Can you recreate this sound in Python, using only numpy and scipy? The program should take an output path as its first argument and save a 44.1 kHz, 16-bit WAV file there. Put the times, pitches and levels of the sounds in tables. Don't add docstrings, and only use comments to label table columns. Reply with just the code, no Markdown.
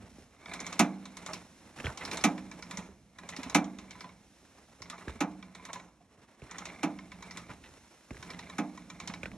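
import sys
import numpy as np
from scipy import signal
from scipy.io import wavfile
from scipy.ndimage import uniform_filter1d, map_coordinates

SR = 44100
rng = np.random.default_rng(int(sys.argv[2]) if len(sys.argv) > 2 else 0)


def store_pcm(level_fs):
    pcm = np.round(np.clip(level_fs, -1, 1) * 32767).astype(np.int16)
    wavfile.write(sys.argv[1], SR, np.atleast_2d(pcm).T)


N = 413216
TIME = np.arange(N) / SR
RING_TIME = TIME[:SR]
DRUM_DETUNE = .035

# pitch_hz, level_db, t60_s
FRAME_MODES = [(168, -2.5, .3), (179.4, -6.5, 0.64), (194.2, -7.5, 0.97), (206.7, -1, 0.29),
               (224.6, -4.5, 0.18), (250.5, -4, 0.57), (284.6, -1, 0.33), (304, -1, 0.51), (335, -15, 0.38),
               (534, -20, 0.43), (659, -11.5, .32), (691, -9, 0.39), (716, -8.5, .3), (744, -17.5, 0.22),
               (830, 2.5, 0.24), (923, -14.5, 0.22), (981, 2.5, 0.06), (1060, -11, 0.11),
               (1156, -19.5, 0.51), (1216, -6, .18), (1269, 2.5, 0.13), (1480, -2.5, 0.14),
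               (1615, -14.5, 0.29), (2074, -3, 0.12), (2182, 0.5, .1), (2341, 1, 0.14), (2580, -1, 0.11),
               (2560, -5.5, .12), (5770, -15, .13), (6100, -14.5, .13), (6850, -11, .08)]
# pitch_hz, level_db, t60_s
DRUM_MODES = [(653, -3.5, 0.1), (831, -5, 0.076), (1024, -2, .06), (1190, 1, 0.028), (1513, -4, 0.028),
              (1750, -6, .08), (2070, 5.5, 0.03), (2360, 0, 0.056), (2495, -9.5, .06), (3626, -4, 0.04),
              (4090, -8.5, 0.062)]
# freq_hz, density_db
RUMBLE_SPECTRUM = [(20, -46.5), (45, 0.5), (75, 3), (130, -2), (230, 2.5), (400, -15), (700, -11.5),
                   (1300, -38), (3000, -48.5)]
HISS_SPECTRUM = [(300, 6), (1000, 0.5), (2200, 4.5), (3500, -0.5), (4700, 5.5), (6000, 3.5), (8000, -2.5),
                 (11000, 0), (12500, -10), (14000, -32.5)]
GRIND_SPECTRUM = [(80, -21.5), (175, 3), (260, 7), (480, 3), (750, 3), (1020, 2), (1650, -3), (2250, -2.5),
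                  (2900, -9), (3700, -10), (4800, -6.5), (6200, -10.5), (10500, -14.5), (14000, -60.5)]
KNOCK_SPECTRUM = [(150, 4.5), (400, -1.5), (700, -1), (1000, -0.5), (1600, -10), (2200, -10.5),
                  (3000, -11.5), (6000, -17.5), (12000, -42)]
# freq_hz, t60_s
KNOCK_DECAY = [(200, 0.38), (1000, 0.52), (6000, 0.09)]
# start_s, tooth_count, first_gap_s, full_speed_gap_s
PULL_TIMES = [(.4575, 5, .079, .0615), (1.9737, 4, .0773, .057), (3.1855, 5, .104, .065),
              (4.8195, 2, .0795, .079), (6.511, 3, .0721, .071), (8.2259, 3, .0777, .09)]
# first_tick_db, later_tick_db, knock_db, clunk_db, clunk_hz, plate_db, build_s,
# grind_db, rasp_db
PULL_LEVELS = [(-44, -28.5, -44.5, -49.5, 260, -41, 0.042, -48.5, -49.5),
               (-30.5, -26, -37.5, -47.5, 470, -41, 0.043, -46, -55),
               (-40, -29.5, -38.5, -55, 420, -42, 0.2, -53, -60),
               (-31.5, -29.5, -42.5, -62, 140, -44, 0.11, -66, -62),
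               (-34.5, -30, -39.5, -62, 174, -42, 0.085, -56, -55.5),
               (-37, -34, -45, -50, 170, -40, 0.023, -54.5, -58)]
# start_s, crack_db, boom_db, clang_db, jolt_hz
CLACK_HITS = [(0.792, -13.5, -24.5, -24.5, 244), (2.2381, -15, -25.5, -26, 238),
              (3.546, -14.5, -25, -24.5, 284), (5.2045, -23, -31.5, -33, 283), (6.83, -24, -32, -35.5, 292),
              (8.5819, -27.5, -32, -36.5, 265)]
# start_s, tooth_count, first_gap_s, gap_loss_per_tooth_s
SWING_TIMES = [(1.0547, 4, .1144, .0215), (2.3782, 5, .1354, .0247), (3.6425, 4, .1435, .022),
               (5.4254, 4, .124, .0221), (6.9875, 5, .1297, .0224), (8.7745, 4, .1255, .0255)]
# first_tick_db, last_tick_db, last_knock_db, last_clunk_db, clunk_hz, first_plate_db,
# last_plate_db, grind_db, rasp_db
SWING_LEVELS = [(-36.5, -25.5, -45.5, -65, 720, -44.5, -39, -48, -59),
                (-39.5, -27.5, -34, -32.5, 186.5, -42.5, -37.5, -49.5, -57.5),
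                (-38, -34, -38, -44.5, 1007, -49, -42.5, -54.5, -58.5),
                (-44.5, -28.5, -34, -38.5, 1010, -43.5, -45, -59, -57.5),
                (-43.5, -30.5, -62, -45, 130, -41.5, -43, -51, -54.5),
                (-43, -27, -35, -35, 200, -41, -40, -55.5, -55.5)]


def from_db(db):
    return 10 ** (np.asarray(db) / 20)


def rms_one(x):
    return x / np.sqrt(np.mean(x ** 2) + 1e-20)


def unit_blow(x):
    return rms_one(x) * np.sqrt(.01 * SR / x.shape[-1])


def in_time(rows):
    times_s, *columns = np.transpose(rows)
    return [np.interp(TIME, times_s, column) for column in columns]


def at_hz(points, hz):
    freqs_hz, values = np.transpose(points)
    return np.interp(np.log(hz), np.log(freqs_hz), values)


def add(out, start_s, level_db, sound):
    start = max(0, round(start_s * SR))
    out[:, start:start + sound.shape[-1]] += from_db(level_db) * sound[..., :N - start]


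def flutter(rate_hz):
    return rms_one(uniform_filter1d(rng.standard_normal(N), size=SR // rate_hz))


def sides(hz):
    # freq_hz, left_minus_right_db
    balance = [(40, -.5), (150, -2.6), (500, -3.5), (1000, -2), (2200, -2.6), (5000, -1), (9000, 0)]
    return from_db(at_hz(balance, hz) * np.array([[.5], [-.5]]))


def noise_bands(spectrum, size):
    # freq_hz, correlation
    likeness = [(60, .96), (200, .995), (1400, .97), (3100, .62), (7000, .85), (12000, .92)]
    edges_hz = 22 * 2 ** (np.arange(30) / 3)
    white = rng.standard_normal((2, 2, size + 2000))
    for k, (low_hz, high_hz) in enumerate(zip(edges_hz, edges_hz[1:])):
        hz = np.sqrt(low_hz * high_hz)
        if spectrum[0][0] / 2 < hz < spectrum[-1][0] * np.sqrt(2):
            bandpass = signal.butter(2, [low_hz, high_hz], "band", fs=SR, output="sos")
            mid, side = signal.sosfilt(bandpass, white[k % 2])[:, -size:]
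            alike = at_hz(likeness, hz)
            pair = np.sqrt(1 + alike) * mid + np.sqrt(1 - alike) * side * [[1], [-1]]
            yield hz, pair * sides(hz) * from_db(at_hz(spectrum, hz))


def colour(spectrum):
    return rms_one(sum(band for _, band in noise_bands(spectrum, N)))


def burst(spectrum, decay, rise_s, late_cycles, tail_db, tail_s, uneven_db=0):
    t, out = TIME[:SR // 3], 0
    for hz, band in noise_bands(spectrum, len(t)):
        age_s = np.maximum(t - late_cycles / hz, 0)
        rise = np.minimum(age_s / rise_s, 1)
        fall = from_db(-60 * age_s / at_hz(decay, hz)) + from_db(tail_db - 60 * age_s / tail_s)
        out = out + band * rise * fall * from_db(uneven_db * rng.standard_normal())
    return unit_blow(out)


def ring(modes, rise_s, scatter_db, detune=0):
    t, out = RING_TIME[RING_TIME < 2 * max(t60_s for *_, t60_s in modes)], 0
    for k, (hz, level_db, t60_s) in enumerate(modes):
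        strength = (-1) ** k * from_db(level_db + scatter_db * rng.standard_normal())
        hz = hz * np.exp(detune * rng.standard_normal())
        out = out + strength * sides(hz) * np.sin(2 * np.pi * hz * t) * from_db(-60 * t / t60_s)
    return unit_blow(out * np.minimum(t / rise_s, 1))


def note(hz, swell_s):
    t = RING_TIME[RING_TIME < 20 * swell_s]
    return sides(hz) * t / swell_s * np.exp(1 - t / swell_s) * np.sin(2 * np.pi * hz * t)


def softened(blow, cutoff_hz):
    pole = np.exp(-2 * np.pi * cutoff_hz / SR)
    return unit_blow(signal.lfilter([1], [1, -pole], blow))


def night():
    # time_s, level_db
    rumble_curve = [(0.0, -56), (0.31, -69), (2.71, -60.5), (3.21, -69.5), (3.55, -59.5), (4.54, -70),
                    (5.3, -62), (6.42, -74), (6.73, -61), (7.67, -61.5), (7.98, -76), (8.32, -57.5),
                    (8.61, -67), (9.37, -52.5)]
    # time_s, rustle_db, hiss_db
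    air_curves = [
        [(0.0, -57.5, -79), (0.2, -66.5, -71.5), (0.43, -61, -77)],
        [(1.45, -66.5, -69), (1.55, -63, -68), (1.73, -54, -70)],
        [(2.84, -57.5, -71.5), (2.914, -80, -74.5), (3.202, -80, -77.5), (3.27, -74.5, -71.5)],
        [(4.15, -64, -73), (4.35, -67.5, -70.5), (4.554, -64.5, -71), (4.79, -63.5, -71.5)],
        [(5.83, -61.5, -80), (5.976, -71, -79.5), (6.28, -64, -87), (6.48, -59.5, -74)],
        [(7.58, -62, -70.5), (7.826, -63, -69), (8.09, -64, -70)],
    ]
    rumble_db, = in_time(rumble_curve)
    rustle_db, hiss_db = in_time(np.vstack(air_curves))
    flicker_db = 3.7 * flutter(rate_hz=40)
    rumble = from_db(rumble_db + 3) * colour(RUMBLE_SPECTRUM)
    rustle = from_db(rustle_db - 2 + flicker_db) * colour(GRIND_SPECTRUM)
    return rumble + rustle + from_db(hiss_db + 5.5) * colour(HISS_SPECTRUM)


def scuffs():
    # start_s, length_s, rasp_db, hiss_db
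    drags = [(0.088, 0.15, -68, -64), (1.757, 0.18, -51.5, -59), (2.114, 0.046, -43.5, -49),
             (4.979, 0.18, -55.5, -81), (6.455, 0.073, -65, -80), (7.492, 0.046, -53.5, -79),
             (7.614, 0.15, -63, -66), (8.123, 0.2, -65, -60.5)]
    rise_s, fall_s = .0085, .011
    rasp_gain, hiss_gain = np.zeros((2, N))
    for start_s, length_s, rasp_db, hiss_db in drags:
        age_s = TIME - start_s
        shape = np.clip(age_s / rise_s, 0, 1) * np.exp(-np.maximum(age_s - length_s, 0) / fall_s)
        rasp_gain += from_db(rasp_db) * shape
        hiss_gain += from_db(hiss_db - .5) * shape
    grain = from_db(3.2 * flutter(rate_hz=200))
    return grain * (rasp_gain * colour(GRIND_SPECTRUM) + hiss_gain * colour(HISS_SPECTRUM))


def ground_wave(drop_hz, end_hz, glide_s, decay_s):
    hz = (end_hz + drop_hz * np.exp(-RING_TIME / glide_s)) * from_db(rng.standard_normal())
    wave = np.sin(2 * np.pi * np.cumsum(hz) / SR) * np.exp(-RING_TIME / decay_s)
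    return unit_blow(sides(end_hz) * wave)


def footsteps():
    # start_s, heel_snap_db, sole_snap_db, thud_db, snap_hz
    steps = [(0.03, -61, -62, -58, 1360), (0.182, -58, -65, -51.5, 1300), (1.776, -37, -28, -53.5, 2430),
             (1.843, -34, -19.5, -36.5, 2240), (2.888, -52, -54, -49.5, 1460), (4.428, -69, -54, -57, 1450),
             (4.804, -49, -65, -51, 1440), (5.074, -53, -41, -38, 1480), (6.176, -58, -70, -60.5, 1610),
             (6.419, -39.5, -61, -48, 2560), (7.488, -43, -34.5, -54, 1810), (8.107, -33, -52, -40, 2340),
             (9.232, -23, -23, -52, 2370), (9.316, -36.5, -59, -52, 2220)]
    # start_s, level_db, pitch_hz
    stones = [(1.789, -32, 1790), (1.805, -32, 2720), (1.842, -32, 1390), (1.8465, -31, 1480),
              (1.847, -28, 3130), (1.858, -23, 3230), (1.8585, -32, 1800), (2.077, -25.5, 1480),
              (5.081, -26.5, 1750), (5.095, -29.5, 1100), (5.105, -41, 3650), (7.642, -43, 2200),
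              (8.1085, -33, 487), (8.146, -38, 1750), (8.168, -35.5, 2000)]
    # freq_hz, density_db
    thud_spectrum = [(30, -18), (70, 2.5), (130, -0.5), (220, -5), (400, 6), (900, -34)]
    pop_spectrum = [(200, 3.5), (600, -1.5), (1100, -2.5), (1700, 4), (2400, -4.5), (3300, -7.5),
                    (5000, -9.5), (9000, -22), (15000, -30)]
    # freq_hz, t60_s
    decay = [(70, 0.31), (250, 0.039), (1000, 0.026), (8000, 0.039)]
    sole_delay_s = .0245
    out, snaps = np.zeros((2, N)), list(stones)
    thuds = [burst(thud_spectrum, decay, rise_s=.0017, late_cycles=.86, tail_db=-11, tail_s=.41)
             for _ in range(5)]
    pops = [burst(pop_spectrum, decay, rise_s=.0001, late_cycles=.94, tail_db=-11.5, tail_s=.15,
                  uneven_db=2.5) for _ in range(6)]
    for k, (start_s, heel_db, sole_db, thud_db, snap_hz) in enumerate(steps):
        snaps += [(start_s, heel_db, snap_hz), (start_s + sole_delay_s, sole_db, snap_hz)]
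        add(out, start_s, thud_db - 1, thuds[k % len(thuds)])
        add(out, start_s + sole_delay_s, thud_db - 31, thuds[k % len(thuds) - 1])
        wave = ground_wave(drop_hz=611, end_hz=66.6, glide_s=.00369, decay_s=.024)
        add(out, start_s + .0012, thud_db - .5, wave)
    for k, (start_s, level_db, pitch_hz) in enumerate(snaps):
        add(out, start_s, level_db - 6, note(pitch_hz, swell_s=.0006))
        add(out, start_s, level_db - 16.5, pops[k % len(pops)])
    return out


def load_shifts():
    # start_s, level_db, pitch_hz
    blows = [(1.288, -40.5, 630), (1.851, -31.5, 86), (1.878, -30.5, 116), (2.316, -38, 285),
             (3.386, -31.5, 264), (3.462, -34, 255), (5.158, -44, 231), (6.005, -55.5, 710),
             (7.507, -41, 126), (6.425, -42, 125), (8.194, -41.5, 130.3), (8.345, -47, 175),
             (9.331, -39.5, 196)]
    out = np.zeros((2, N))
    for start_s, level_db, pitch_hz in blows:
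        knock = burst(KNOCK_SPECTRUM, KNOCK_DECAY, rise_s=.003, late_cycles=.13, tail_db=-25, tail_s=.23)
        add(out, start_s, level_db - 3, note(pitch_hz, swell_s=.0057))
        add(out, start_s, level_db - 11, knock)
    return out


def cable_creaks():
    # start_s, length_s, level_db, centre_hz
    creaks = [(1.283, .028, -42, 830), (1.884, .024, -43.5, 880), (2.009, .02, -43, 1900),
              (2.12, 0.026, -46.5, 1500), (2.173, 0.02, -44.5, 1100), (3.324, .025, -48.5, 1990),
              (4.925, .04, -49, 1030), (5.008, 0.023, -52, 1300), (5.689, 0.018, -44.5, 1070),
              (6.495, 0.076, -53, 1750), (6.618, 0.0083, -45, 1100), (6.688, 0.015, -51, 2200),
              (6.73, .008, -59, 1800), (7.492, 0.025, -48, 1190), (7.638, 0.032, -55.5, 2600),
              (8.293, .01, -48, 1300), (8.334, 0.015, -50, 2300), (8.435, 0.018, -59, 1900),
              (9.098, 0.016, -50, 1600)]
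    gap_s, spread_db, drum_db = .002, 4, -8
    out = np.zeros((2, N))
    for start_s, length_s, level_db, centre_hz in creaks:
        slips, count = np.zeros((1, SR // 4)), max(2, round(length_s / gap_s))
        slip_s = (np.arange(count) + rng.random(count)) * gap_s
        sizes = from_db(spread_db * rng.standard_normal(count)) * rng.choice([-1, 1], count)
        slips[0, (slip_s * SR).astype(int)] = sizes
        drum_ring = ring(DRUM_MODES, rise_s=.0005, scatter_db=4.5, detune=DRUM_DETUNE)
        drum = signal.fftconvolve(slips, drum_ring, axes=1)[:, :slips.size]
        snaps = sides(centre_hz) * rms_one(slips) + from_db(drum_db) * rms_one(drum)
        creak = signal.lfilter(*signal.iirpeak(centre_hz, Q=1.3, fs=SR), snaps)
        creak = signal.sosfilt(signal.butter(2, 2 * centre_hz, fs=SR, output="sos"), creak)
        add(out, start_s, level_db, rms_one(creak) * np.sqrt(length_s * SR / slips.size))
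    return out


def pull(timing, force):
    start_s, count, first_gap_s, fast_gap_s = timing
    first_db, later_db, knock_db, clunk_db, clunk_hz, plate_db, *_ = force
    k = np.arange(count)
    gaps_s = fast_gap_s + (first_gap_s - fast_gap_s) * .25 ** k
    times_s = start_s + np.cumsum(gaps_s) - gaps_s
    tick_db = np.where(k, later_db, first_db)
    return np.transpose(np.broadcast_arrays(
        times_s, gaps_s, tick_db, plate_db, knock_db, clunk_db, clunk_hz))


def swing_back(timing, force):
    start_s, count, first_gap_s, gap_loss_s = timing
    first_db, last_db, knock_db, clunk_db, clunk_hz, first_plate_db, last_plate_db, *_ = force
    k = np.arange(count)
    gaps_s = first_gap_s - gap_loss_s * k
    times_s = start_s + np.cumsum(gaps_s) - gaps_s
    tick_db = np.linspace(first_db, last_db, count)
    plate_db = np.linspace(first_plate_db, last_plate_db, count)
    softer_db = 6.5 * k[::-1]
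    return np.transpose(np.broadcast_arrays(
        times_s, gaps_s, tick_db, plate_db, knock_db - softer_db, clunk_db - softer_db, clunk_hz))


def teeth():
    return np.vstack([*map(pull, PULL_TIMES, PULL_LEVELS), *map(swing_back, SWING_TIMES, SWING_LEVELS)])


def effort():
    attack_db_per_s, release_db_per_s, ease_s = 145, 77, .035
    swell_db_per_s, fade_db_per_s, hold_s = 47.5, 117, .01
    t, gains = TIME[::SR // 500], 0
    for (start_s, *_), force, (clack_s, *_) in zip(PULL_TIMES, PULL_LEVELS, CLACK_HITS):
        *_, build_s, grind_db, rasp_db = force
        attack_db = attack_db_per_s * np.minimum(t - start_s, 0)
        build_db = -8.5 * np.clip(1 - (t - start_s) / build_s, 0, 1)
        release_db = release_db_per_s * np.minimum(clack_s - ease_s - t, 0)
        gains += np.outer(from_db([grind_db, rasp_db]), from_db(attack_db + build_db + release_db))
    for timing, force in zip(SWING_TIMES, SWING_LEVELS):
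        *_, grind_db, rasp_db = force
        past_peak_s = t - swing_back(timing, force)[-1, 0] - hold_s
        swell_db = np.minimum(swell_db_per_s * past_peak_s, -fade_db_per_s * past_peak_s)
        gains += np.outer(from_db([grind_db, rasp_db]), from_db(swell_db))
    return [np.interp(TIME, t, gain) for gain in gains]


def drum_rasp():
    spots, slips_per_s, spread_db = 5, 330, 6.5
    sizes = from_db(spread_db * np.minimum(rng.exponential(1, N), 3)) * rng.choice([-1, 1], N)
    slips = (rng.random(N) < slips_per_s / SR) * sizes
    spot, out = rng.integers(0, spots, N), 0
    for k in range(spots):
        drum = ring(DRUM_MODES, rise_s=.0003, scatter_db=3, detune=DRUM_DETUNE)
        out += signal.oaconvolve([slips * (spot == k)], drum, axes=1)[:, :N]
    return rms_one(out)


def gears():
    grind_gain, rasp_gain = effort()
    stick_slip_db = 2.37 * flutter(rate_hz=120)
    grind = from_db(stick_slip_db - 2.5) * colour(GRIND_SPECTRUM)
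    shudder = from_db(-9.5) * colour(RUMBLE_SPECTRUM)
    out = grind_gain * (grind + shudder) + rasp_gain * drum_rasp()
    knocks = [burst(KNOCK_SPECTRUM, KNOCK_DECAY, rise_s=.0013, late_cycles=.2, tail_db=-27, tail_s=.2)
              for _ in range(10)]
    for k, (tooth_s, gap_s, _, _, knock_db, clunk_db, clunk_hz) in enumerate(teeth()):
        knock_s = tooth_s + .46 * gap_s
        drum = ring(DRUM_MODES, rise_s=.0012, scatter_db=3.5, detune=DRUM_DETUNE)
        add(out, knock_s, knock_db - 9.5, knocks[k % len(knocks)])
        add(out, knock_s, knock_db - 12.5, drum)
        add(out, knock_s - .003, clunk_db - 2, note(clunk_hz, swell_s=.0051))
        add(out, knock_s, clunk_db - 12.5, note(clunk_hz, swell_s=.015))
    return out


def ratchet():
    # freq_hz, density_db
    spectrum = [(300, -11.5), (700, -12.5), (1050, -4), (1650, -14), (2200, -5.5), (2900, -9), (3800, -2),
                (4700, 3.5), (5600, -2.5), (7000, 6), (8500, -17.5), (11000, -5.5), (13000, -33.5),
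                (16000, -22)]
    # freq_hz, t60_s
    decay = [(500, 0.16), (2000, 0.18), (6000, 0.041), (12000, 0.094)]
    # pitch_hz, level_db, t60_s
    plate_modes = [(826, -20, 0.042), (1003, -5.5, 0.093), (1033, 6, 0.028), (1266, -6.5, 0.051),
                   (1480, -3, 0.032), (1780, -9, 0.066), (1974, 4, 0.02), (2252, 3, 0.041),
                   (2476, -6, 0.022), (3370, 9.5, 0.0079), (3750, -2.5, 0.029), (5420, -3.5, 0.018),
                   (5400, -21, 0.018)]
    # start_s, tick_db, plate_db
    rattles = [(2.2113, -32, -61), (4.090, -54, -50), (4.979, -47, -46), (5.797, -47, -44.5),
               (8.4975, -40.5, -39.5), (9.1372, -35.5, -36)]
    out = np.zeros((2, N))
    ticks = [burst(spectrum, decay, rise_s=.00053, late_cycles=.27, tail_db=-16.5, tail_s=.42,
                   uneven_db=3.5) for _ in range(14)]
    shakes = [ring(FRAME_MODES, rise_s=.067, scatter_db=3.5) for _ in range(4)]
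    first_contact = 1 + 1.1 * np.exp(-TIME[:SR // 3] / .0021)
    drops = [(start_s, tick_db, plate_db) for start_s, _, tick_db, plate_db, *_ in teeth()]
    for k, (start_s, tick_db, plate_db) in enumerate(drops + list(rattles)):
        tick = softened(first_contact * ticks[k % len(ticks)], cutoff_hz=60000 * from_db(.69 * tick_db))
        bounce_s = rng.uniform(.003, .009)
        plate = ring(plate_modes, rise_s=.0036, scatter_db=3, detune=.028)
        add(out, start_s, tick_db - 10, tick)
        add(out, start_s + bounce_s, tick_db - 20.5, ticks[k % len(ticks) - 1])
        add(out, start_s + .000922, plate_db - 5, plate)
        add(out, start_s + .00394, plate_db - 11.5, shakes[k % len(shakes)])
        add(out, start_s + .0125, plate_db - 11.5, note(hz=176.2, swell_s=.025))
    return out


def clacks():
    # freq_hz, density_db
    crack_spectrum = [(400, -20.5), (750, 1), (1200, -4), (1700, -4), (2300, 2), (3200, -3.5), (4700, 3),
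                      (5700, -1), (6800, 10.5), (8000, -5), (11000, 2), (13000, -10), (16000, -34)]
    boom_spectrum = [(60, -46), (120, -35.5), (175, -9), (280, -4), (390, -19.5), (700, -21.5), (1500, -35)]
    # freq_hz, t60_s
    decay = [(200, 0.11), (800, 0.29), (2000, 0.12), (5000, 0.084), (12000, 0.074)]
    split_hz, chatter_gap_s, chatter_loss_db = 450, .019, 7
    low_modes = [mode for mode in FRAME_MODES if mode[0] < split_hz]
    high_modes = [mode for mode in FRAME_MODES if mode[0] >= split_hz]
    out = np.zeros((2, N))
    for start_s, crack_db, boom_db, clang_db, jolt_hz in CLACK_HITS:
        crack = burst(crack_spectrum, decay, rise_s=.0019, late_cycles=.65, tail_db=-35.5, tail_s=.42)
        clang = ring(high_modes, rise_s=.003, scatter_db=1.5)
        boom = burst(boom_spectrum, decay, rise_s=.009, late_cycles=.1, tail_db=-15.5, tail_s=.92)
        add(out, start_s, crack_db - 5, softened(crack, cutoff_hz=30000 * from_db(1.21 * crack_db)))
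        add(out, start_s + .001062, clang_db + 3, clang)
        add(out, start_s + .0029, boom_db + 5.5, ring(low_modes, rise_s=.0036, scatter_db=1.5))
        add(out, start_s + .00603, boom_db + 1.5, boom)
        add(out, start_s + .0072, boom_db + 6.5, note(jolt_hz, swell_s=.0042))
        for k in range(4):
            late_s = chatter_gap_s * (k + rng.uniform(.5, 1))
            chatter = ring(DRUM_MODES, rise_s=.00077, scatter_db=1.5, detune=DRUM_DETUNE)
            add(out, start_s + late_s, clang_db - 9.5 - chatter_loss_db * k, chatter)
    return out


def scene():
    lag_s = 35e-6
    winch = clacks() + ratchet() + gears() + cable_creaks()
    left, right = winch + load_shifts() + footsteps() + scuffs() + night()
    late_right = map_coordinates(right, [np.arange(N) - lag_s * SR], order=3, mode="nearest")
    return np.array([left, late_right])


def record(dry):
    dip_hz, dip_share, stop_hz = 4716, .66, 16800
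    notched = signal.lfilter(*signal.iirnotch(dip_hz, Q=5.8, fs=SR), dry)
    coloured = dry + dip_share * (notched - dry)
    return signal.sosfilt(signal.cheby2(12, 70, stop_hz, fs=SR, output="sos"), coloured)


dry = scene()
out = record(dry)
store_pcm(out)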